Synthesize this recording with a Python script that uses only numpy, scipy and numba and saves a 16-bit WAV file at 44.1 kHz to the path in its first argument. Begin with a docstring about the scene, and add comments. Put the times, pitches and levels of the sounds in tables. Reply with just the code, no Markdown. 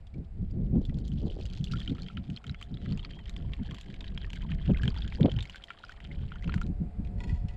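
"""Wind rumbles and buffets the microphone, an engine drones far off over the water, a stopper knocks.
Then a drink is poured from a steel flask into a plastic cup on a rock by the sea.
Bubbles are decaying sines with a rising pitch; splashes, patter and wind are shaped noise.
Moving resonances ring the cup, whose walls sound deeper as it fills.
Last, noise bursts through the flask's modes set it down scraping on the rock."""
import sys
import numpy as np
from scipy import signal
from scipy.fft import rfft, irfft
from scipy.io import wavfile
from scipy.ndimage import uniform_filter1d
from numba import njit

SR = 44100
rng = np.random.default_rng(int(sys.argv[2]) if len(sys.argv) > 2 else 0)


def materialize(psi):
    """Save the field psi as 16-bit PCM at rate SR to the path in sys.argv[1].

    A 1-D psi becomes a single channel; in a 2-D psi each row is a channel.
    """
    bounded = np.clip(np.atleast_2d(psi).T, -1, 1)
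    quanta = np.round(bounded * 32767).astype(np.int16)
    wavfile.write(sys.argv[1], SR, quanta)


N = 333545
TIME = np.arange(N) / SR


def undb(db):
    """Decibels to gain."""
    return 10 ** (np.asarray(db) / 20)


def unit(x):
    """Scale to rms 1."""
    return x / np.sqrt(np.mean(x ** 2) + 1e-20)


def curves(table):
    """The columns of a table, joined by straight lines in time."""
    s, *columns = np.transpose(table)
    return [np.interp(TIME, s, column) for column in columns]


def add(out, s, sound):
    """Mix a sound in at time s."""
    i = int(np.clip(s * SR, 0, N - 1))
    out[i:i + len(sound)] += sound[:N - i]


def butter(x, order, hz, kind="low"):
    """Causal low- or high-pass."""
    return signal.sosfilt(signal.butter(order, hz, kind, fs=SR, output="sos"), x)


def colour(x, points, size=1024):
    """Causal minimum-phase filter of unit energy through f/Hz, level/dB points."""
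    hz, db = np.transpose(points)
    bins_hz = np.fft.rfftfreq(size, 1 / SR)
    bins_db = np.interp(np.log(bins_hz + 1), np.log(hz), db)
    # folding the cepstrum onto positive time gives the minimum phase
    cepstrum = irfft(np.log(undb(bins_db)))[:size // 2]
    cepstrum[1:] *= 2
    response = irfft(np.exp(rfft(cepstrum, size)))
    return signal.oaconvolve(x, response / np.linalg.norm(response))[:len(x)]


def noise(points):
    """Coloured noise of rms 1."""
    return unit(colour(rng.standard_normal(N), points, size=8192))


def ring(x, modes):
    """Sum of resonances, each f/Hz, width/Hz, level/dB."""
    out = 0
    for hz, width, db in modes:
        out = out + undb(db) * signal.lfilter(*signal.iirpeak(hz, hz / width, SR), x)
    return out


def walk(rate):
    """Smooth random drift of rms 1, with a new target this many times a second."""
    k = int(SR / rate)
    steps = np.repeat(rng.standard_normal(N // k + 1), k)
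    return unit(uniform_filter1d(steps, k)[:N])


def steady(x, seconds):
    """Even out the slow swells of a noise."""
    return x / np.sqrt(uniform_filter1d(x ** 2, int(seconds * SR)) + 0.0081)


# Colour of the air and water along the shore: f/Hz, level/dB
SHORE_COLOUR = [(30, 6), (150, -4.5), (300, -9.5), (520, -12), (750, -7), (1000, -17.5), (2400, -21),
                (3200, -29), (5000, -32), (6000, -46), (7100, -36), (9000, -39.5), (13000, -57.5)]


def shore():
    """The wash of air and water along the shore: coloured noise with a slowly wandering level."""
    level_db = np.interp(TIME, [0, 3, 5.8, 7], [-61.5, -60.5, -60.5, -58])
    return noise(SHORE_COLOUR) * undb(level_db + 1.0 * walk(1.855))


# Course of the far engine: t/s, firing rate f/Hz, level/dB
ENGINE_COURSE = [(0, 132, -76.5), (2.6, 139.8, -68.5), (3.3, 138.4, -67), (4.2, 132.7, -67.5),
                 (5.85, 137.6, -69.5), (6.7, 142.9, -62), (7.56, 142.3, -60)]
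# Engine harmonics: multiple of the firing rate, mean level/dB
ENGINE_HARMONICS = [(3, 1), (4, 1), (5, 4.5), (6, -7.5)]
ENGINE_WAVER = 0.0094  # rms share of the firing rate


def engine():
    """Harmonics of a firing rate, each wavering in pitch and level, make a drone."""
    hz, level_db = curves(ENGINE_COURSE)
    drone = 0
    for order, order_db in ENGINE_HARMONICS:
        harmonic_hz = order * hz * (1 + ENGINE_WAVER * walk(70))
        phase = 2 * np.pi * np.cumsum(harmonic_hz) / SR
        drone = drone + undb(order_db + 3 * walk(13)) * np.sin(phase)
    return unit(drone) * undb(level_db)


# Whistles: t/s, length/s, level/dB, starting f/Hz, closing f/Hz
WHISTLE_CALLS = [(2.517, 0.15, -67.5, 2940, 3350), (2.774, 0.086, -70.5, 3950, 3050),
                 (2.86, 0.055, -69, 3850, 4000), (2.98, 0.056, -66, 3400, 3470),
                 (3.097, 0.14, -59.5, 3030, 2930)]


def whistle(arch=0.088):
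    """Thin arching whistles, like a far bird: sines bowed upward by a share of their pitch."""
    out = np.zeros(N)
    for start, length, db, start_hz, end_hz in WHISTLE_CALLS:
        bow = np.sin(np.linspace(0, np.pi, int(length * SR)))
        hz = np.linspace(start_hz, end_hz, len(bow)) * (1 + arch * bow)
        phase = 2 * np.pi * np.cumsum(hz) / SR
        add(out, start, undb(db) * np.sqrt(np.abs(bow)) * np.sin(phase))
    return out


# Wind strength, as its rumble on the microphone: t/s, level/dB
GUST_LEVEL = [(0, -46.5), (.3, -41), (.45, -34), (.75, -33), (1.9, -38.5), (2.42, -53.5), (2.72, -41.5),
              (2.95, -36), (3.12, -45), (3.5, -33), (3.85, -47.5), (4.08, -37), (4.35, -37), (4.72, -30),
              (5.4, -37), (5.72, -65.5), (5.92, -51.5), (6.2, -35.5), (6.36, -42), (6.55, -29.5),
              (6.92, -38.5), (7.33, -32), (7.56, -37)]
# Colour of the big eddies: f/Hz, level/dB
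RUMBLE_COLOUR = [(12, -2), (25, 4.5), (55, 8), (95, -1), (130, -14), (220, -27.5), (1000, -100)]
# Colour of the small eddies: f/Hz, level/dB
FLUTTER_COLOUR = [(60, -12.5), (120, 0), (190, 1.5), (270, -12.5), (400, -17), (600, -29), (1000, -51.5),
                  (3000, -100)]
# flutter level (dB) at a reference rumble (dB), dB per dB of rumble, and rms unsteadiness (dB)
FLUTTER_DB, FLUTTER_AT_DB, FLUTTER_SLOPE, PUFFINESS_DB = -45.5, -36.5, 0.89, 5.5


def wind():
    """Big eddies rumble on the microphone; small ones flutter in quick puffs that grow with the gusts."""
    gust_db, = curves(GUST_LEVEL)
    puff_db = FLUTTER_DB + FLUTTER_SLOPE * (gust_db - FLUTTER_AT_DB) + PUFFINESS_DB * walk(22)
    rumble = steady(noise(RUMBLE_COLOUR), 0.31) * undb(gust_db)
    flutter = steady(noise(FLUTTER_COLOUR), 0.068) * undb(puff_db)
    return rumble + flutter


EDDY_MIDDLE_S = .35  # from the start of an eddy to its peak


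def eddy(out_db, length, low_hz, top_hz, lumps_db, order=5):
    """Band-limited air noise that builds to a peak at its middle and trails away."""
    t = np.arange(-EDDY_MIDDLE_S, EDDY_MIDDLE_S, 1 / SR)
    swell = 1 / np.cosh(np.minimum(np.pi * np.abs(t) / length, 20))
    air = rng.standard_normal(len(t)) * undb(lumps_db * walk(130)[:len(t)]) * swell
    air = butter(butter(air, order, top_hz), 2, low_hz, "high")
    # a longer eddy carries more energy
    return undb(out_db) * unit(air) * np.sqrt(length / (1.37 * EDDY_MIDDLE_S))


# Round thumps of wind: middle t/s, length/s, level/dB, top f/Hz
WIND_THUMPS = [(0.4, 0.035, -33, 123), (0.611, 0.06, -35, 168), (0.732, 0.063, -28, 195),
               (0.771, 0.051, -26, 259), (0.895, 0.025, -31, 179), (0.96, 0.048, -34, 214),
               (1.139, 0.13, -35.5, 210), (1.248, 0.036, -30.5, 254), (1.614, 0.041, -31.5, 177),
               (1.734, 0.069, -35, 171), (1.913, 0.054, -31.5, 251), (2.184, 0.089, -38.5, 194),
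               (2.312, 0.061, -36, 230), (2.501, 0.046, -36, 182), (2.737, 0.039, -37.5, 243),
               (2.911, 0.077, -32, 199), (3.469, 0.041, -37, 162), (3.605, 0.033, -33.5, 220),
               (4.524, 0.096, -34, 176), (4.678, 0.019, -26, 130), (4.707, 0.031, -22, 248),
               (4.846, 0.055, -28.5, 142), (5.212, 0.011, -17.5, 217), (5.248, 0.04, -21.5, 290),
               (5.356, 0.11, -32.5, 124.4), (6.23, 0.1, -39, 139), (6.554, 0.043, -30, 183),
               (6.698, 0.023, -29.5, 214), (6.815, 0.031, -30.5, 197), (6.999, 0.034, -35.5, 197),
               (7.164, 0.038, -34.5, 88), (7.328, 0.024, -27, 117), (7.447, 0.016, -30, 150)]
# Airflow tearing at the edge of the port: middle t/s, length/s, level/dB, top f/Hz
WIND_TEARS = [(0.777, 0.053, -39.5, 430), (0.944, 0.07, -55.5, 500), (1.253, 0.079, -45, 460),
              (1.381, .11, -48.5, 465), (1.92, 0.032, -53, 382), (4.698, 0.014, -34.5, 540),
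              (5.209, 0.025, -35.5, 425), (5.253, 0.039, -30, 555)]
TEAR_LOW_HZ, TEAR_LUMPS_DB = 277, 7.5  # torn air holds little bass and comes in lumps


def buffets():
    """Fast eddies hit the port with round thumps; torn airflow adds a rougher, higher flutter."""
    out = np.zeros(N)
    for s, length, db, top_hz in WIND_THUMPS:
        add(out, s - EDDY_MIDDLE_S, eddy(db, length, 85, top_hz, lumps_db=0.5))
    for s, length, db, top_hz in WIND_TEARS:
        add(out, s - EDDY_MIDDLE_S, eddy(db, length, TEAR_LOW_HZ, top_hz, TEAR_LUMPS_DB, order=4))
    return out


# The flask touches the rock: t/s, relative level/dB, decay/s
ROCK_SCRAPES = [(7.181, -64.5, 0.014), (7.204, -57, 0.012), (7.235, -54.5, 0.011), (7.271, -61, 0.037),
                (7.293, -59, 0.016), (7.333, -68, 0.062), (7.483, -64.5, 0.028), (7.537, -67, .012)]
# Modes of the steel flask: f/Hz, width/Hz, relative level/dB
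FLASK_MODES = [(958, 30, 8), (1440, 28, 0), (1960, 47, 8), (2486, 42, -0.5), (3330, 64, -7),
               (4240, 45, -1.5), (4660, 32, -8.5), (5150, 45, -10.5), (6800, 80, -11)]
# Light knocks of the stopper: t/s, relative level/dB, f/Hz
STOPPER_KNOCKS = [(0.069, -42, 3250), (0.14, -44.5, 2290), (.51, -46, 4770), (7.048, -42, 2580),
                  (7.072, -44, 2200), (7.485, -34.5, 2780)]
KNOCK_WIDTH_HZ, KNOCK_DECAY_S = 200, 0.0051


def flask(contact_db=3):
    """Steel grates over rock, each contact favouring other modes; the stopper gives dull, rattling knocks."""
    grit, steel, knocks = np.zeros(N), np.zeros(N), np.zeros(N)
    t = np.arange(SR // 2) / SR
    for s, db, length in ROCK_SCRAPES:
        grains = unit(rng.standard_normal(len(t)) * undb(4 * walk(900)[:len(t)]))
        push = undb(db) * np.exp(-t / length) * grains
        modes = [(hz, width, mode_db + contact_db * rng.uniform(-1.1, 1))
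                 for hz, width, mode_db in FLASK_MODES]
        add(grit, s, push)
        add(steel, s, ring(push, modes))
    for s, db, hz in STOPPER_KNOCKS:
        tap = undb(db) * rng.standard_normal(len(t)) * np.exp(-t / KNOCK_DECAY_S)
        add(knocks, s, ring(tap, [(hz, KNOCK_WIDTH_HZ, 3), (hz * 1.45, KNOCK_WIDTH_HZ, -6)]))
        add(grit, s, undb(-21) * tap)
    body = butter(undb(21) * steel + knocks, 2, 7500)
    return body + colour(grit, SPLASH_COLOUR)  # grit shares the colour of the splashes


@njit
def resonator(x, hz, width):
    """State-variable band-pass with a moving centre."""
    y, band, low = np.empty(len(x)), 0., 0.
    for i in range(len(x)):
        g, k = np.tan(np.pi * hz[i] / SR), width / hz[i]
        v = (band + g * (x[i] - low)) / (1 + g * (g + k))
        band, low, y[i] = 2 * v - band, low + 2 * g * v, k * v
    return y


# Two low wall modes, mostly sinking as liquid loads the wall: t/s, first f/Hz, second f/Hz
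WALL_MODES = [(0, 1490, 2730), (1.8, 1390, 2490), (2.6, 1360, 2070), (3.6, 1040, 1730), (4.8, 873, 1460),
              (5.9, 980, 1340), (6.6, 950, 1590)]
# Fixed resonances of the cup: f/Hz, width/Hz, level/dB
CUP_MODES = [(3120, 220, -2), (4600, 250, -12), (7250, 350, -5)]
WALL_WIDTH_HZ = 115.


def cup(x, first_db, second_db):
    """A sound in the liquid, with fixed and moving resonances of the cup around it."""
    first_hz, second_hz = curves(WALL_MODES)
    depth = np.interp(TIME, [1, 5], [.15, 1])  # more liquid couples more strongly to the wall
    first = undb(first_db) * resonator(x, first_hz, WALL_WIDTH_HZ)
    second = undb(second_db) * depth * resonator(x, second_hz, WALL_WIDTH_HZ)
    return x + ring(x, CUP_MODES) + first + second


def bubble(hz, t60, rise, pinch_cycles=1.0):
    """A trapped bubble swells as it pinches off, rings and dies, its pitch rising as it nears the surface."""
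    t = np.arange(int(t60 * SR)) / SR
    tone = np.sin(2 * np.pi * hz * t * (1 + rise * t / t60 / 2))
    swell = 1 - np.exp(-(t * hz / pinch_cycles) ** 2)
    return tone * undb(-60 * t / t60) * swell


def swarm(count, low_hz, high_hz, spread_db):
    """Short-lived bubbles of random time, pitch and strength, together at rms 1."""
    out = np.zeros(N)
    for when, pitch, size, cycles, glide in rng.random((count, 5)):
        hz = low_hz * (high_hz / low_hz) ** pitch
        gain = undb(spread_db * min(-np.log(1 - size), 3.0))
        t60 = (5 + 30 * cycles ** 2) / hz
        add(out, when * N / SR, gain * bubble(hz, t60, rise=0.15 * glide, pinch_cycles=0.43))
    return unit(out)


def spurts(count):
    """Noise in small equal bursts that start at once and die quickly, together at rms 1."""
    kicks = np.zeros(N)
    for when in rng.random(count):
        kicks[int(when * N)] += 1
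    envelope = signal.lfilter([1], [1, -np.exp(-1 / (.0022 * SR))], kicks)  # 2.2 ms decay
    return unit(rng.standard_normal(N) * envelope)


# How hard the stream churns the drink; also guides gurgle and lesser bubbles: t/s, relative level/dB
STREAM_LEVEL = [(0, -81), (.74, -76.5), (.85, -66.5), (1.35, -58), (1.78, -51.5), (2.22, -65),
                (2.75, -65.5), (2.92, -55.5), (3.45, -63), (3.72, -56), (4.0, -58.5), (5.0, -51),
                (5.7, -59), (6.15, -57), (6.4, -61), (6.64, -62)]
# Colour of the patter: f/Hz, level/dB
PATTER_COLOUR = [(450, -5), (900, -33.5), (1600, -3.5), (2600, -1), (3150, 4.5), (4400, -6), (5700, -18.5),
                 (7300, -23.5), (8800, -34), (11000, -41.5), (14000, -46.5)]
POUR_START_S, POUR_END_S, CUT_OFF_S = 0.63, 6.69, .05
# spatter on the bare bottom: its gain at first, and how soon the rising drink damps it
SPRAY_GAIN, SPRAY_FADE_S = 49, .6


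def patter():
    """Under the stream many small bubbles burst and the liquid churns in quick spurts."""
    level_db, = curves(STREAM_LEVEL)
    bursts = swarm(count=4500, low_hz=773, high_hz=8710, spread_db=2.5)
    grains = bursts + undb(4) * spurts(count=800)
    grains = colour(grains * undb(5.1 * walk(70)), PATTER_COLOUR)
    # on the nearly bare bottom the stream spatters more brightly; deep liquid dulls it
    spray = signal.sosfiltfilt(signal.butter(2, 4200, "high", fs=SR, output="sos"), grains)
    bright = SPRAY_GAIN * np.exp(-np.maximum(TIME - POUR_START_S, 0) / SPRAY_FADE_S)
    sound = steady(unit(cup(grains, first_db=7.5, second_db=6.5) + bright * spray), 0.21)
    flowing = np.clip((POUR_END_S - TIME) / CUT_OFF_S, 0, 1)
    return sound * undb(level_db - 3.0) * flowing


def gurgle():
    """Larger pockets of air dragged under the surface give the pour its low, overlapping body."""
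    level_db, = curves(STREAM_LEVEL)
    fade = np.interp(TIME, [1.4, 1.8, POUR_END_S - CUT_OFF_S, POUR_END_S], [0, 1, 1, 0])
    pockets = swarm(count=520, low_hz=800, high_hz=2500, spread_db=1.2)
    return pockets * fade * undb(level_db - 9)


BRIGHT_HZ = 5000  # a splash's treble lies above this


def splash(bright_db, count=9, size=1800):
    """The surface snaps shut, throws tiny droplets of their own pitch and leaves a wet wash; unit energy."""
    t = np.arange(size) / SR
    snap = 0.79 * rng.standard_normal(size) * np.exp(-t / 0.0024) * (1 - np.exp(-t / 0.00031))
    wash = undb(-16) * np.exp(-t / 0.015) * rng.standard_normal(size)
    out = snap + wash
    for pitch, lag, strength in rng.random((count, 3)):
        hz = 1500 * 5.5 ** pitch
        age = np.maximum(t - .008 * lag ** 2, 0)
        droplet = np.sin(2 * np.pi * hz * age) * np.exp(-age * hz / 1.4)
        out += 2.1 * strength * (1 - 0.8 * lag) * droplet
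    lowpass = signal.butter(3, BRIGHT_HZ, fs=SR, output="sos")
    body = signal.sosfiltfilt(lowpass, out, padtype=None)
    out = body + undb(bright_db + 16.5) * (out - body)
    return out / np.linalg.norm(out)


# lesser bubbles: level over the stream (dB), scatter either way (dB), splash against the bubble (dB)
LESSER_DB, LESSER_SPREAD_DB, LESSER_SPLASH_DB = 14.5, 3.5, 4.5
# their final lowest and highest pitch, largest pitch rise (share), and cycles to die by 60 dB
LESSER_LOW_HZ, LESSER_HIGH_HZ, LESSER_RISE, LESSER_CYCLES = 1600, 5090, 0.1, 18
# a shallow drink holds only small bubbles: how much higher the lowest pitch starts, how soon it sinks
SHALLOW_HZ, SHALLOW_S = 1990, 0.89


def lesser_bubbles(count):
    """The stream traps air unevenly, louder the harder it churns: rows of t/s, level/dB, f/Hz, rise."""
    when, size, pitch, glide = rng.random((count, 4)).T
    pour_s = POUR_END_S - CUT_OFF_S - POUR_START_S
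    s = POUR_START_S + pour_s * (np.arange(count) + 3 * when) / (count + 2)
    stream_db = np.interp(s, *np.transpose(STREAM_LEVEL))
    db = stream_db + LESSER_DB + LESSER_SPREAD_DB * (2 * size - 1)
    low_hz = LESSER_LOW_HZ + SHALLOW_HZ * np.exp(-(s - POUR_START_S) / SHALLOW_S)
    return zip(s, db, low_hz * (LESSER_HIGH_HZ / low_hz) ** pitch, LESSER_RISE * glide)


# Loudest bubbles: t/s, relative level/dB, f/Hz, relative splash level/dB, relative splash treble/dB
LOUD_BUBBLES = [(0.852, -36, 3450, -23.5, 13), (0.8952, -41.5, 1970, -38, -14.5),
                (0.9866, -41.5, 4250, -25, 26), (1.0788, -44, 3120, -20.5, 27), (1.118, -39, 3020, -36, 2),
                (1.3, -35, 3010.0, -47, 1), (1.322, -40.0, 2950, -35, 3), (1.4116, -40.5, 2520, -35, 5),
                (1.4546, -36, 2870, -20, 5), (1.642, -27.5, 3420, -14, 15), (1.672, -35.5, 2810, -39, -7.0),
                (1.7355, -30.5, 1340, -26, -1), (1.757, -42, 1440, -30, -6), (1.7701, -33, 3040, -33, 5),
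                (1.7855, -37, 3400.0, -32, 3), (1.8026, -29, 3320, -25, 7), (1.816, -34, 3140, -29, -11),
                (1.8768, -25, 2980, -31.5, -23), (1.8968, -33, 3440, -42, -17),
                (1.983, -42.5, 1340, -38.5, -17), (2.0204, -32.5, 4200, -28, 4),
                (2.0638, -37, 3040, -41, -17), (2.0847, -33, 3180, -33, -8), (2.0998, -41, 1335, -41, -14),
                (2.171, -32, 2800, -28, -36), (2.3007, -41, 3000, -25.5, 1),
                (2.363, -31.5, 4100, -27.5, -8), (2.3728, -29.5, 3060, -35, -15),
                (2.4413, -42, 1290, -30, -12), (2.467, -34, 3100, -23.5, -1),
                (2.4953, -30, 3840, -29.5, -4), (2.5454, -53, 2380, -31.5, -22),
                (2.6128, -39, 1160, -22.5, -1), (2.626, -29.5, 3040, -19, 0),
                (2.7418, -36.5, 3670, -38, -5), (2.7717, -37.5, 3300, -42, -18),
                (2.858, -46, 2860.0, -30.5, -21), (2.9228, -35, 4430, -32, -9),
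                (2.9746, -35, 2680, -24, -4), (2.994, -32, 3020, -39, -14), (3.0291, -38, 3230, -44, -15),
                (3.0487, -30, 4300, -31, -27), (3.135, -39, 3000, -49, -19), (3.191, -42, 3270, -36.5, -18),
                (3.257, -35.5, 3100, -33.5, -8), (3.295, -34, 3660, -18.5, 4),
                (3.364, -32.5, 3370, -23, -0.5), (3.535, -38, 2630, -24.5, -18.5),
                (3.7101, -34, 3170, -24, -14), (3.745, -39.0, 3330, -19.5, -2.5),
                (3.784, -41, 2840, -24, -3), (3.811, -41, 3340, -19, 3.5), (3.9417, -43, 2240, -29, -8),
                (4.0072, -34, 3524, -24, -12), (4.0427, -41, 3120, -31, -15),
                (4.0802, -32.5, 3820, -44, -12.0), (4.176, -29, 3180, -24.5, -10.5),
                (4.2449, -34.5, 1800, -36.5, -27), (4.3022, -38, 3120, -23.5, -5),
                (4.332, -35, 2230, -18, -1), (4.3578, -40, 2110, -23, 12), (4.4196, -37, 3030, -29, -9),
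                (4.518, -35, 1780, -27.5, -27), (4.661, -41, 3300, -31, -16),
                (4.746, -29.5, 2090, -41, -18), (4.771, -35, 3240.0, -27, -16), (4.796, -34, 1610, -42, -8),
                (4.8337, -25.5, 1660, -18.5, -12.5), (4.8545, -37, 2000, -24, -14),
                (4.8782, -19.5, 3120, -18, -11.5), (4.9432, -45, 3290.0, -31, -11),
                (4.9636, -35, 3380.0, -37, -14), (4.9853, -34, 4500.0, -40, -8),
                (5.021, -30.0, 3380, -34, -23), (5.0776, -33, 3150, -24.5, -9),
                (5.123, -36, 2290, -29, -21), (5.156, -36, 4500, -35, -7), (5.2078, -42, 2950.0, -24, -11),
                (5.23, -25, 3550, -31, -29), (5.258, -36, 3250, -24.5, -18),
                (5.3165, -31.5, 3220, -23.5, -15), (5.364, -32, 3000, -31, 2),
                (5.3879, -30, 2950, -23, -17), (5.4063, -27, 3520, -26, -8), (5.4255, -29.5, 3500, -17, 1),
                (5.454, -35, 2170, -27, -5), (5.4967, -31, 2920, -22, -2), (5.545, -36, 1490, -33.5, -14),
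                (5.5581, -35.5, 1580, -20.5, -5), (5.6385, -27, 3090, -20, 6), (5.684, -38, 1940, -40, -19),
                (5.704, -30, 1370, -25.5, -26), (5.8382, -29.5, 1400, -36, -9), (5.849, -40, 4730, -31, -1),
                (5.8936, -31, 1470, -28.5, -9), (5.92, -40, 1860, -26.5, -2),
                (6.003, -48, 2800, -30, -12.5), (6.1134, -34.5, 2090, -53, -20),
                (6.319, -29, 1390, -35.5, -29), (6.357, -36.5, 1420, -34, -16),
                (6.4242, -38, 2020.0, -29, 8), (6.442, -41.5, 1420, -27, -9),
                (6.4767, -39, 2620, -29.5, -17), (6.4936, -25.5, 1360, -29, -21),
                (6.5222, -42, 2750, -30.0, -27), (6.5405, -34, 1440, -15, -6), (6.577, -37, 1290, -27, -10),
                (6.6146, -26.5, 1380, -18.5, -6), (6.665, -49, 3500, -30, -2)]
# Colour of a splash: f/Hz, level/dB
SPLASH_COLOUR = [(450, -4.5), (850, -11.5), (1600, -3.5), (2500, 6.5), (3200, 3), (4600, -8), (5700, -14.5),
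                 (7400, -16), (8800, -27.5), (12000, -32.5), (15000, -36)]
# cycles to die by 60 dB, so big bubbles ring longer, up to a limit; loud ones then scatter around it
RING_CYCLES, LONGEST_RING_S = 51, .026
GLIDE_PER_KHZ = .07  # small bubbles reach the surface sooner, so their pitch can rise more
# a bubble sheds a smaller one just after it forms: level against it, longest delay
DAUGHTER_DB, DAUGHTER_LAG_S = -14.5, 0.025


def plinks():
    """Loud bubbles splash and shed smaller ones amid a run of lesser bubbles; all ring the cup."""
    bubbles, splashes = np.zeros(N), np.zeros(N)
    chances = rng.random((len(LOUD_BUBBLES), 4))
    for (s, db, hz, splash_db, bright_db), (glide, life, lag, split) in zip(LOUD_BUBBLES, chances):
        t60 = min(RING_CYCLES / hz, LONGEST_RING_S) * 2 ** (life - .5)
        rise = GLIDE_PER_KHZ * hz / 1000 * glide
        add(bubbles, s, undb(db) * bubble(hz, t60, rise))
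        daughter_hz = hz * (LESSER_HIGH_HZ / hz) ** split
        daughter = bubble(daughter_hz, RING_CYCLES / daughter_hz, LESSER_RISE)
        add(bubbles, s + DAUGHTER_LAG_S * lag, undb(db + DAUGHTER_DB) * daughter)
        add(splashes, s, undb(splash_db) * splash(bright_db))
    for s, db, hz, rise in lesser_bubbles(count=130):
        add(bubbles, s, undb(db) * bubble(hz, LESSER_CYCLES / hz, rise))
        add(splashes, s, undb(db + LESSER_SPLASH_DB) * splash(bright_db=2.0))
    struck = colour(splashes, SPLASH_COLOUR) + 0.092 * bubbles
    return 0.6 * bubbles + cup(struck, first_db=16.5, second_db=1.0)


def scene():
    """Everything in the open air, at one microphone."""
    background = shore() + engine() + whistle() + wind() + buffets()
    pour = patter() + gurgle() + plinks()
    return (background + flask() + pour)[None]


TOP_HZ = 14100


def record(dry):
    """The recorder cuts the top with a steep elliptic low-pass."""
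    return signal.sosfilt(signal.ellip(8, .2, 70, TOP_HZ, fs=SR, output="sos"), dry)


dry = scene()
out = record(dry)
materialize(out)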